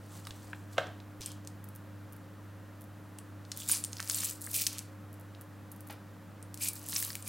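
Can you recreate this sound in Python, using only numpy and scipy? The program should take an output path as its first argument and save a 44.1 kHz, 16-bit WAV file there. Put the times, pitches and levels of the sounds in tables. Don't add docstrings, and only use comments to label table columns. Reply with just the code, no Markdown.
import sys
import numpy as np
from scipy import signal
from scipy.fft import rfft, irfft
from scipy.io import wavfile
from scipy.ndimage import uniform_filter1d

SR = 44100
rng = np.random.default_rng(int(sys.argv[2]) if len(sys.argv) > 2 else 0)


def waveform_to_disk(signal):
    frames = np.transpose(np.atleast_2d(signal))
    scaled = np.clip(frames, -1, 1) * 32767
    samples = np.round(scaled).astype(np.int16)
    wavfile.write(sys.argv[1], SR, samples)


N = 321048


def from_db(db):
    return 10 ** (np.asarray(db) / 20)


def rms_one(x):
    return x / np.sqrt(np.mean(x ** 2) + 1e-20)


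def at_hz(points, hz):
    table_hz, values = np.array(points).T
    return np.interp(np.log(np.maximum(hz, 1)), np.log(table_hz), values)


def colour(x, spectrum, size=4096):
    gain = from_db(at_hz(spectrum, np.fft.rfftfreq(size, 1 / SR)))
    cepstrum = irfft(np.log(gain))
    cepstrum[1:size // 2] *= 2
    cepstrum[size // 2 + 1:] = 0
    response = irfft(np.exp(rfft(cepstrum)))
    return signal.fftconvolve(x, response[None], axes=-1)[:, :x.shape[-1]]


def butter(x, order, hz, kind="low"):
    return signal.sosfilt(signal.butter(order, hz, kind, fs=SR, output="sos"), x)


def resonate(x, hz, width_hz):
    r, w = np.exp(-np.pi * width_hz / SR), 2 * np.pi * hz / SR
    return signal.lfilter(np.array([1, 0, -1]) * (1 - r * r) / 2, [1, -2 * r * np.cos(w), r * r], x)


def stereo_noise(length, side_db):
    mid, side = rng.standard_normal((2, length))
    return mid + from_db(side_db) * side * [[1], [-1]]


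def drift(knots_per_s):
    knots = rng.standard_normal(1000)
    return np.interp(np.arange(N) / SR * knots_per_s, np.arange(len(knots)), knots)


def add(out, start_s, sound):
    start = max(round(start_s * SR), 0)
    part = out[:, start:start + sound.shape[-1]]
    part += sound[..., :part.shape[-1]]


SWELL_DB = 49


def swell(full_s, level_db, rise_s, hold_s, release_s):
    t = np.arange(N) / SR
    before = np.maximum(full_s - t, 0) / max(rise_s, 1e-3)
    after = np.maximum(t - full_s - hold_s, 0) / max(release_s, 1e-3)
    return from_db(level_db - SWELL_DB * np.minimum(before + after, 10))


def even(burst, span_hz=900):
    spectrum = rfft(burst)
    bins = max(round(span_hz * burst.shape[-1] / SR), 1)
    power = uniform_filter1d(np.mean(np.abs(spectrum) ** 2, axis=0), bins)
    return irfft(spectrum / np.sqrt(power + 1e-12)) * np.linspace(1, 0, burst.shape[-1]) ** 2


SNAP_BUILD_S = .00022


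def snaps(events, crack_s, flutter_s, flutter_db, broad_db, size=2048):
    out, t = np.zeros((2, N)), np.arange(size) / SR
    decay = np.exp(-t / crack_s) + from_db(flutter_db) * np.exp(-t / flutter_s)
    envelope = (1 - np.exp(-t / SNAP_BUILD_S)) * decay
    level_samples = round(.0015 * SR)
    for start_s, level_db, ring_hz, width in events:
        burst = even(stereo_noise(size, side_db=-15.5) * envelope)
        sound = resonate(burst, ring_hz, width * ring_hz) + from_db(broad_db) * burst
        sound = butter(sound, 6, ring_hz * 0.29, "high")
        top_hz = np.clip(ring_hz * (1.1 + 1.8 * width), 1500, 18000)
        sound = butter(sound, 3, top_hz)
        add(out, start_s, from_db(level_db) * sound / np.sqrt(np.sum(sound ** 2) / (2 * level_samples)))
    return out


def crackle(per_s, spread_db, spectrum, grain_s):
    sizes = from_db(spread_db * np.minimum(rng.exponential(1, N), 3.2))
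    chance = per_s * from_db(3 * drift(90)) / SR
    buckles = sizes * (rng.random(N) < chance)
    pitches_hz = np.geomspace(900, 15000, 13)
    dealt, noise, out = rng.integers(0, len(pitches_hz), N), stereo_noise(N, side_db=-19.5), 0
    for k, hz in enumerate(pitches_hz):
        strikes = buckles ** 2 * (dealt == k) + 1e-18
        power = signal.lfilter([1], [1, -np.exp(-2 / (grain_s * SR))], strikes)
        out = out + resonate(noise * np.sqrt(power), hz, .25 * hz)
    return rms_one(colour(out, spectrum))


HUM_HZ, BEAT_HZ = 100.11, 2.39
# multiple of HUM_HZ, level_db (rms, before throb and waver), left_minus_right_db, waver_db
HUM_HARMONICS = [(1, -50.5, -2, 1.64), (2, -66.5, 2, 2), (3, -58.5, 5, 2.5)]


def hum(beat_db=0.34, sag_db=-1.5):
    t, out = np.arange(N) / SR, 0
    jump_cycles = np.interp(t, [1.202, 1.212], [0, .45])
    cycles = HUM_HZ * t + jump_cycles
    throb_db = beat_db * np.cos(2 * np.pi * BEAT_HZ * (t - .05)) + sag_db * (t / t[-1] - .5)
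    for order, base_db, pan_db, waver_db in HUM_HARMONICS:
        order = round(order)
        wander_db = waver_db * np.clip(drift(11), -1, 1)
        sides_db = pan_db * np.array([[.5], [-.5]])
        level_db = base_db + throb_db / order + wander_db + sides_db
        out = out + np.sqrt(2) * from_db(level_db) * np.sin(2 * np.pi * order * cycles)
    return out


AIR_MODE_HZ, AIR_MODE_WIDTH_HZ, AIR_MODE_DB = 543.2, 13.6, 0
# (per Hz, relative)
AIR_SPECTRUM = [(25, -8.5), (55, -7.5), (82, 1), (120, 2), (190, 9.5), (260, 3.5), (380, -3.5), (530, -1.5),
                (750, -5), (1300, -5), (1900, -9.5), (2150, -14.5), (5000, -23), (9500, -25.5),
                (14000, -25)]


def air():
    rush = from_db(-53.5) * rms_one(colour(stereo_noise(N, side_db=-9), AIR_SPECTRUM))
    return rush + from_db(AIR_MODE_DB) * resonate(rush, AIR_MODE_HZ, AIR_MODE_WIDTH_HZ)


PAPER_WIDTH = 0.33
# full_s, level_db, rise_s, hold_s, release_s (times per SWELL_DB)
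PAPER_SLIDES = [(0.166, -54, 0.44, 0.019, 0.13), (0.25, -61, 0.11, 0.25, 0.63),
                (0.728, -59, 0.083, 0.016, 0.17)]
# start_s, level_db (before trim), ring_hz
PAPER_TICKS = [(0.1735, -53, 4700), (0.2515, -46, 4870), (0.2695, -41, 2000), (0.2705, -38.5, 3780),
               (0.27, -42, 9500), (0.307, -43, 5500), (0.3077, -39.5, 3220), (.548, -55, 3820),
               (0.7815, -37.5, 5500), (0.87, -48, 5460), (1.0017, -48, 3700), (3.1862, -39.5, 8850),
               (3.1873, -49, 2680), (5.3488, -48.5, 3530)]
# (per Hz, relative)
PAPER_SPECTRUM = [(500, 15), (1800, -2.5), (3300, 0.5), (5000, 0.5), (8000, 3.5), (10500, -2), (15500, -7)]


def paper():
    pressure = sum(swell(*slide) for slide in PAPER_SLIDES)
    rub = crackle(per_s=4000, spread_db=2.5, spectrum=PAPER_SPECTRUM, grain_s=.0015)
    events = [(*row, PAPER_WIDTH) for row in PAPER_TICKS]
    ticks = snaps(events, crack_s=0.0006, flutter_s=0.004, flutter_db=-17, broad_db=-18)
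    return pressure * rub + from_db(-1.0) * ticks


BUMP_BUILD_S = .0004
# start_s, level_db (before tap and rattle trims), ring_hz
SOFT_BUMPS = [(0.27, -34.5, 1240), (0.3068, -37, 1180), (0.5312, -25, 1630), (3.517, -46, 1510),
              (3.697, -32.5, 1420), (3.9962, -27, 1980), (4.001, -28, 1490), (4.097, -32.5, 1690),
              (4.171, -39, 1800), (4.2319, -28, 1760), (4.232, -30, 3120), (4.472, -34.5, 1680),
              (6.928, -32, 1670), (6.962, -35, 1640), (7.026, -32.5, 1940), (7.103, -35.5, 1930),
              (7.1528, -33, 2400)]


def bumps(tap_db=-5, rattle_db=-8, soft_hz=3400, size=2048):
    out, t = np.zeros((2, N)), np.arange(size) / SR
    age = t / BUMP_BUILD_S
    envelope = (age / 2) ** 2 * np.exp(2 - age)
    for start_s, level_db, ring_hz in SOFT_BUMPS:
        add(out, start_s, from_db(level_db + tap_db) * envelope * np.sin(2 * np.pi * ring_hz * t))
    events = [(*row, .5) for row in SOFT_BUMPS]
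    rattle = snaps(events, crack_s=.0016, flutter_s=.009, flutter_db=-16, broad_db=-16)
    return out + from_db(rattle_db) * butter(rattle, 4, soft_hz)


# start_s, level_db (sine peak before decay)
LOW_THUMPS = [(0.306, -41), (.46, -52), (1.199, -41)]


def low_thumps(hz=55, decay_s=0.0077, size=8192):
    out, t = np.zeros((2, N)), np.arange(size) / SR
    for start_s, level_db in LOW_THUMPS:
        add(out, start_s, from_db(level_db) * np.sin(2 * np.pi * hz * t) * np.exp(-t / decay_s))
    return out


# start_s, level_db (scales modes and clatter)
DISH_KNOCKS = [(.7705, -45), (0.7805, -20.5)]
# freq_hz, level_db (relative to the knock), t60_s
DISH_MODES = [(187, -18.5, 0.046), (450, -6.5, 0.025), (530, 2.5, 0.034), (614, 3.5, 0.026),
              (730, 1.5, 0.027), (1120, -1.5, 0.017), (1290, 0.5, 0.022), (1370, -1, 0.022),
              (1568, -8.5, 0.08), (1760, -24, 0.059), (2120, -8.5, 0.02), (2590, -20, 0.042),
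              (2820, -11, 0.027), (3300, -16.5, 0.048), (4020, -19, 0.035)]
# (per Hz, relative)
CLATTER_SPECTRUM = [(150, -10), (480, 3), (950, -1), (1550, 4), (2300, -6), (3200, -1), (4500, -13.5),
                    (7000, -18), (10000, -29), (15000, -30)]


def dish(clatter_db=-7, crack_s=0.0041, rattle_db=-13, rattle_s=0.066, lowest_hz=110, size=16384):
    out, t = np.zeros((2, N)), np.arange(size) / SR
    ring = 0
    for k, (hz, level_db, t60_s) in enumerate(DISH_MODES):
        pan_db = at_hz([(550, 2.5), (1300, -3.0), (2800, -8.0)], hz) * np.array([[1], [-1]])
        gain = from_db(level_db + pan_db - 60 * t / t60_s)
        ring = ring + (-1) ** k * gain * np.sin(2 * np.pi * hz * t)
    envelope = np.exp(-t / crack_s) + from_db(rattle_db) * np.exp(-t / rattle_s)
    for start_s, level_db in DISH_KNOCKS:
        clatter = rms_one(colour(stereo_noise(size, side_db=-13), CLATTER_SPECTRUM)) * envelope
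        add(out, start_s, from_db(level_db) * (ring + from_db(clatter_db) * clatter))
    return butter(out, 2, lowest_hz, "high")


SNAPS_PER_S, SNAP_HZ, SNAP_SPREAD_OCTAVES = 26, 8000, 1
SNAP_DB, SNAP_SPREAD_DB = -34, 4
SNAP_WIDTH = 0.28


def lesser_snaps(force):
    count = int(SNAPS_PER_S * N / SR)
    place, strength, pitch = rng.uniform(-1, 1, (count, 3)).T
    start_s = (np.arange(count) + .5 + .5 * place) / SNAPS_PER_S
    force_db = 20 * np.log10(force[(start_s * SR).astype(int)] / force.max())
    level_db = SNAP_DB + force_db + SNAP_SPREAD_DB * strength
    ring_hz = SNAP_HZ * 2 ** (SNAP_SPREAD_OCTAVES * pitch)
    return list(zip(start_s, level_db, ring_hz, np.full(count, SNAP_WIDTH)))


FOLD_RING_DB = 3.5
FOLD_WIDTH, FOLD_CUT = 0.082, 0.71


def fold(creases, hz):
    cut = butter(creases, 6, FOLD_CUT * hz, "high")
    return cut + from_db(FOLD_RING_DB) * resonate(cut, hz, FOLD_WIDTH * hz)


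# full_s, crackle_db (before trims), rise_s, hold_s, release_s (times per SWELL_DB),
# crease_db (broad creases relative to crackle_db), fold_hz
BAG_SQUEEZES = [(1.206, -60, .005, 0.064, 0.26, 8, 3200), (3.602, -50, 0.2, 0.015, 0.3, -1, 3380),
                (3.695, -36.5, 0.097, 0.051, 0.18, -5.5, 1110), (4.033, -57, 1, 0.17, 0.11, -2, 1240),
                (4.11, -40.5, 0.15, 0.17, 0.23, -9, 1280), (4.427, -51.5, 0.088, 0.11, 0.12, -31, 2450),
                (4.55, -36, 0.12, 0.069, 0.19, -10, 2460), (4.7, -58, 0.085, 0.074, 0.29, 6, 1490),
                (6.625, -40, 0.094, 0.051, 0.093, -5, 2420), (6.758, -51.5, 0.11, 0.027, 0.068, -11, 2400),
                (6.958, -40.5, 0.39, 0.049, 0.51, -6.5, 1150), (7.275, -42.5, 0.092, .02, .1, -8.5, 2390)]
# start_s, level_db, ring_hz, width (share of pitch)
LOUD_SNAPS = [(1.2089, -42, 6500, 0.9), (1.2176, -39, 5770, 0.46), (1.2387, -49, 5170, 0.32),
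              (1.2604, -30, 8350, 0.26), (1.3173, -43, 7000, .6), (1.449, -52, 6460, 0.46),
              (1.4735, -38, 6700, 0.55), (3.451, -51, 4170, .55), (3.5173, -31.5, 5230, 0.62),
              (3.5192, -35.5, 5100, 0.71), (3.5641, -44, 8800, 0.32), (3.5735, -34.5, 11800, 0.69),
              (3.602, -38, 6900, .9), (3.689, -24.5, 9900, 0.11), (3.6957, -30, 5670, 1),
              (3.7152, -18.5, 9850, 0.11), (3.7206, -19, 9550, 0.12), (3.7367, -34, 8900, .3),
              (3.7477, -34, 8800, .3), (3.7502, -31, 5950, 0.18), (3.7721, -42, 9300, .3),
              (3.7882, -41, 9600, .2), (3.8011, -46, 9300, 0.35), (3.8393, -26, 8700, 0.082),
              (3.8474, -29.5, 7240, 0.68), (3.9308, -33, 5900, 0.43), (3.9684, -38, 5000, 0.31),
              (3.9837, -41, 5000, 0.23), (4.0023, -30.5, 5450, 0.57), (4.0271, -35.5, 5900, 0.79),
              (4.0756, -38, 5900, 0.43), (4.0981, -21.5, 7050, 0.34), (4.1108, -30, 5400, 0.24),
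              (4.1133, -42, 9400, .55), (4.1453, -26, 8000, 0.16), (4.1479, -30, 8200, .14),
              (4.1558, -36, 7100, .6), (4.1709, -38, 7000, .6), (4.1887, -38, 8400, 0.57),
              (4.1999, -36, 7060, .26), (4.2035, -34, 8300, .35), (4.2063, -29, 7900, 0.18),
              (4.2355, -32, 9100, 0.97), (4.2462, -29, 8100, 0.23), (4.2513, -28, 8600, 0.19),
              (4.2998, -34, 9900, 0.55), (4.3101, -33, 8000, .2), (4.41, -45, 9400, .45),
              (4.4164, -36, 10500, 0.32), (4.4219, -40, 11000, .35), (4.4425, -38, 8600, 0.2),
              (4.4647, -35, 9000, 0.15), (4.5091, -39, 10400, 0.25), (4.5137, -34, 11000, 0.26),
              (4.539, -40, 10600, .4), (4.5437, -28, 6000, 0.9), (4.5645, -27.5, 7300, 0.69),
              (4.6185, -28, 5700, 0.22), (4.6384, -34, 5500, .65), (4.6668, -19.5, 5540, 0.52),
              (4.6699, -23, 6840, 1), (4.7295, -36.5, 7700, 0.86), (4.7835, -32.5, 6750, 1),
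              (4.7914, -33, 6860, 0.53), (6.427, -43.5, 8870, 0.21), (6.543, -37, 7900, 1),
              (6.5746, -41, 7200, 0.93), (6.6221, -32.5, 9700, .7), (6.634, -28.5, 9000, 0.17),
              (6.67, -35, 9550, .2), (6.6845, -26, 9550, .3), (6.6872, -25.5, 9200, 0.39),
              (6.733, -38, 12200, 0.35), (6.8868, -32.5, 10400, 0.48), (6.8971, -36, 9600, 0.51),
              (6.9231, -35, 6160, .5), (6.9295, -35.5, 4100, .3), (6.9447, -34, 9600, 0.55),
              (6.9622, -21.5, 5670, 0.13), (6.9815, -30, 10200, .4), (6.9894, -31, 10200, .5),
              (7.001, -27.5, 10700, .4), (7.0257, -26.5, 10500, .5), (7.0275, -33, 8300, 0.8),
              (7.0491, -29, 9800, 0.69), (7.1036, -34, 4930, 0.15), (7.1305, -43, 5500, 0.73),
              (7.1537, -31.5, 8000, 0.9), (7.2251, -39.5, 8300, .25)]
# (per Hz, relative)
FINE_SPECTRUM = [(2000, -65), (4000, -19.5), (6000, -17.5), (8000, -11.5), (10000, -13.5), (12000, -13.5),
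                 (15500, -18.5)]
CREASE_SPECTRUM = [(700, -6.5), (1700, -7), (2500, 0.5), (3500, -1.5), (5200, 0.5), (7000, -1),
                   (12000, -14.5), (15500, -32)]


def bag():
    pushes = [(swell(*shape), crease_db, fold_hz) for *shape, crease_db, fold_hz in BAG_SQUEEZES]
    force = np.sqrt(sum(push ** 2 for push, _, _ in pushes))
    fine = crackle(per_s=3600, spread_db=4.2, spectrum=FINE_SPECTRUM, grain_s=.0003)
    creases = crackle(per_s=4000, spread_db=3.8, spectrum=CREASE_SPECTRUM, grain_s=.0008)
    folding = sum(push * from_db(crease_db) * fold(creases, hz) for push, crease_db, hz in pushes)
    events = list(LOUD_SNAPS) + lesser_snaps(force)
    single = snaps(events, crack_s=.00032, flutter_s=.005, flutter_db=-26, broad_db=-21)
    mix = from_db(2.0) * force * fine + from_db(0.5) * folding + single
    return mix * from_db([[.3], [-.3]])


SPRINKLE_HZ, SPRINKLE_SPREAD_OCTAVES = 11700, 0.047
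SPRINKLE_WIDTH = 0.38
# start_s, level_db (before trim)
SPRINKLE_LANDINGS = [(1.6416, -41), (1.688, -42), (1.751, -45), (1.7606, -40), (2.1245, -44), (2.1315, -44),
                     (2.1644, -48), (2.81, -46), (2.818, -44), (2.841, -49), (5.1294, -45), (5.141, -48),
                     (5.198, -48), (5.2107, -48), (5.4116, -39), (5.4177, -46), (5.7166, -38.5),
                     (5.7204, -40.5), (5.7623, -46.5), (5.8067, -40), (5.8701, -46), (5.874, -43),
                     (5.8869, -46), (5.908, -38), (5.9266, -42)]


def sprinkles():
    landings = []
    for start_s, level_db in SPRINKLE_LANDINGS:
        ring_hz = SPRINKLE_HZ * 2 ** (SPRINKLE_SPREAD_OCTAVES * rng.uniform(-1, 1))
        landings.append((start_s, level_db, ring_hz, SPRINKLE_WIDTH))
    ticks = snaps(landings, crack_s=0.00027, flutter_s=0.0043, flutter_db=-28, broad_db=-37)
    return from_db(-5.5) * ticks


# start_s, level_db (rms before fade)
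HAND_SCUFFS = [(5.898, -43.5)]
# (per Hz, relative)
SCUFF_SPECTRUM = [(300, -7), (700, 10), (1500, 5), (3000, -0.5), (4500, -4.5), (8000, -16)]


def scuffs(decay_s=0.027, size=8192):
    out, t = np.zeros((2, N)), np.arange(size) / SR
    for start_s, level_db in HAND_SCUFFS:
        brush = rms_one(colour(stereo_noise(size, side_db=-10), SCUFF_SPECTRUM))
        add(out, start_s, from_db(level_db) * brush * np.exp(-t / decay_s))
    return out


# freq_hz, t60_s
ROOM_T60 = [(200, 0.54), (1000, 0.42), (4000, 0.35), (14000, 0.028)]
# freq_hz, gain_db
TAIL_SPECTRUM = [(100, 15), (550, -1.5), (950, -0.5), (1500, -3), (3500, -1.5), (8000, 1), (15000, 17.5)]


def kitchen(x, build_s=0.00018, size=22050):
    t, edges_hz, response = np.arange(size) / SR, np.geomspace(100, 18000, 9), 0
    for low_hz, high_hz in zip(edges_hz, edges_hz[1:]):
        band = butter(stereo_noise(size, side_db=-37.0), 2, [low_hz, high_hz], "band")
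        t60_s = at_hz(ROOM_T60, np.sqrt(low_hz * high_hz))
        response = response + band * np.exp(-np.log(1000) * t / t60_s)
    response = rms_one(response * (1 - np.exp(-t / build_s))) / np.sqrt(size)
    return signal.fftconvolve(x, colour(response, TAIL_SPECTRUM), axes=-1)[:, :N]


def scene():
    small = paper() + bag() + sprinkles() + scuffs()
    taps, knock = bumps(), dish()
    room = kitchen(from_db(-11.5) * small + from_db(-11.0) * knock + from_db(-12.5) * taps)
    return hum() + air() + small + taps + low_thumps() + knock + room


CUTOFF_HZ = 15950
# freq_hz, side_gain_db
STEREO_WIDTH = [(1500, -3), (2800, -15.5), (9000, 4.5), (12500, -12)]


def record(dry):
    mid = dry.mean(axis=0)
    heard = mid + colour(dry - mid, STEREO_WIDTH)
    return signal.sosfilt(signal.ellip(12, .1, 80, CUTOFF_HZ, fs=SR, output="sos"), heard)


dry = scene()
out = record(dry)
waveform_to_disk(out)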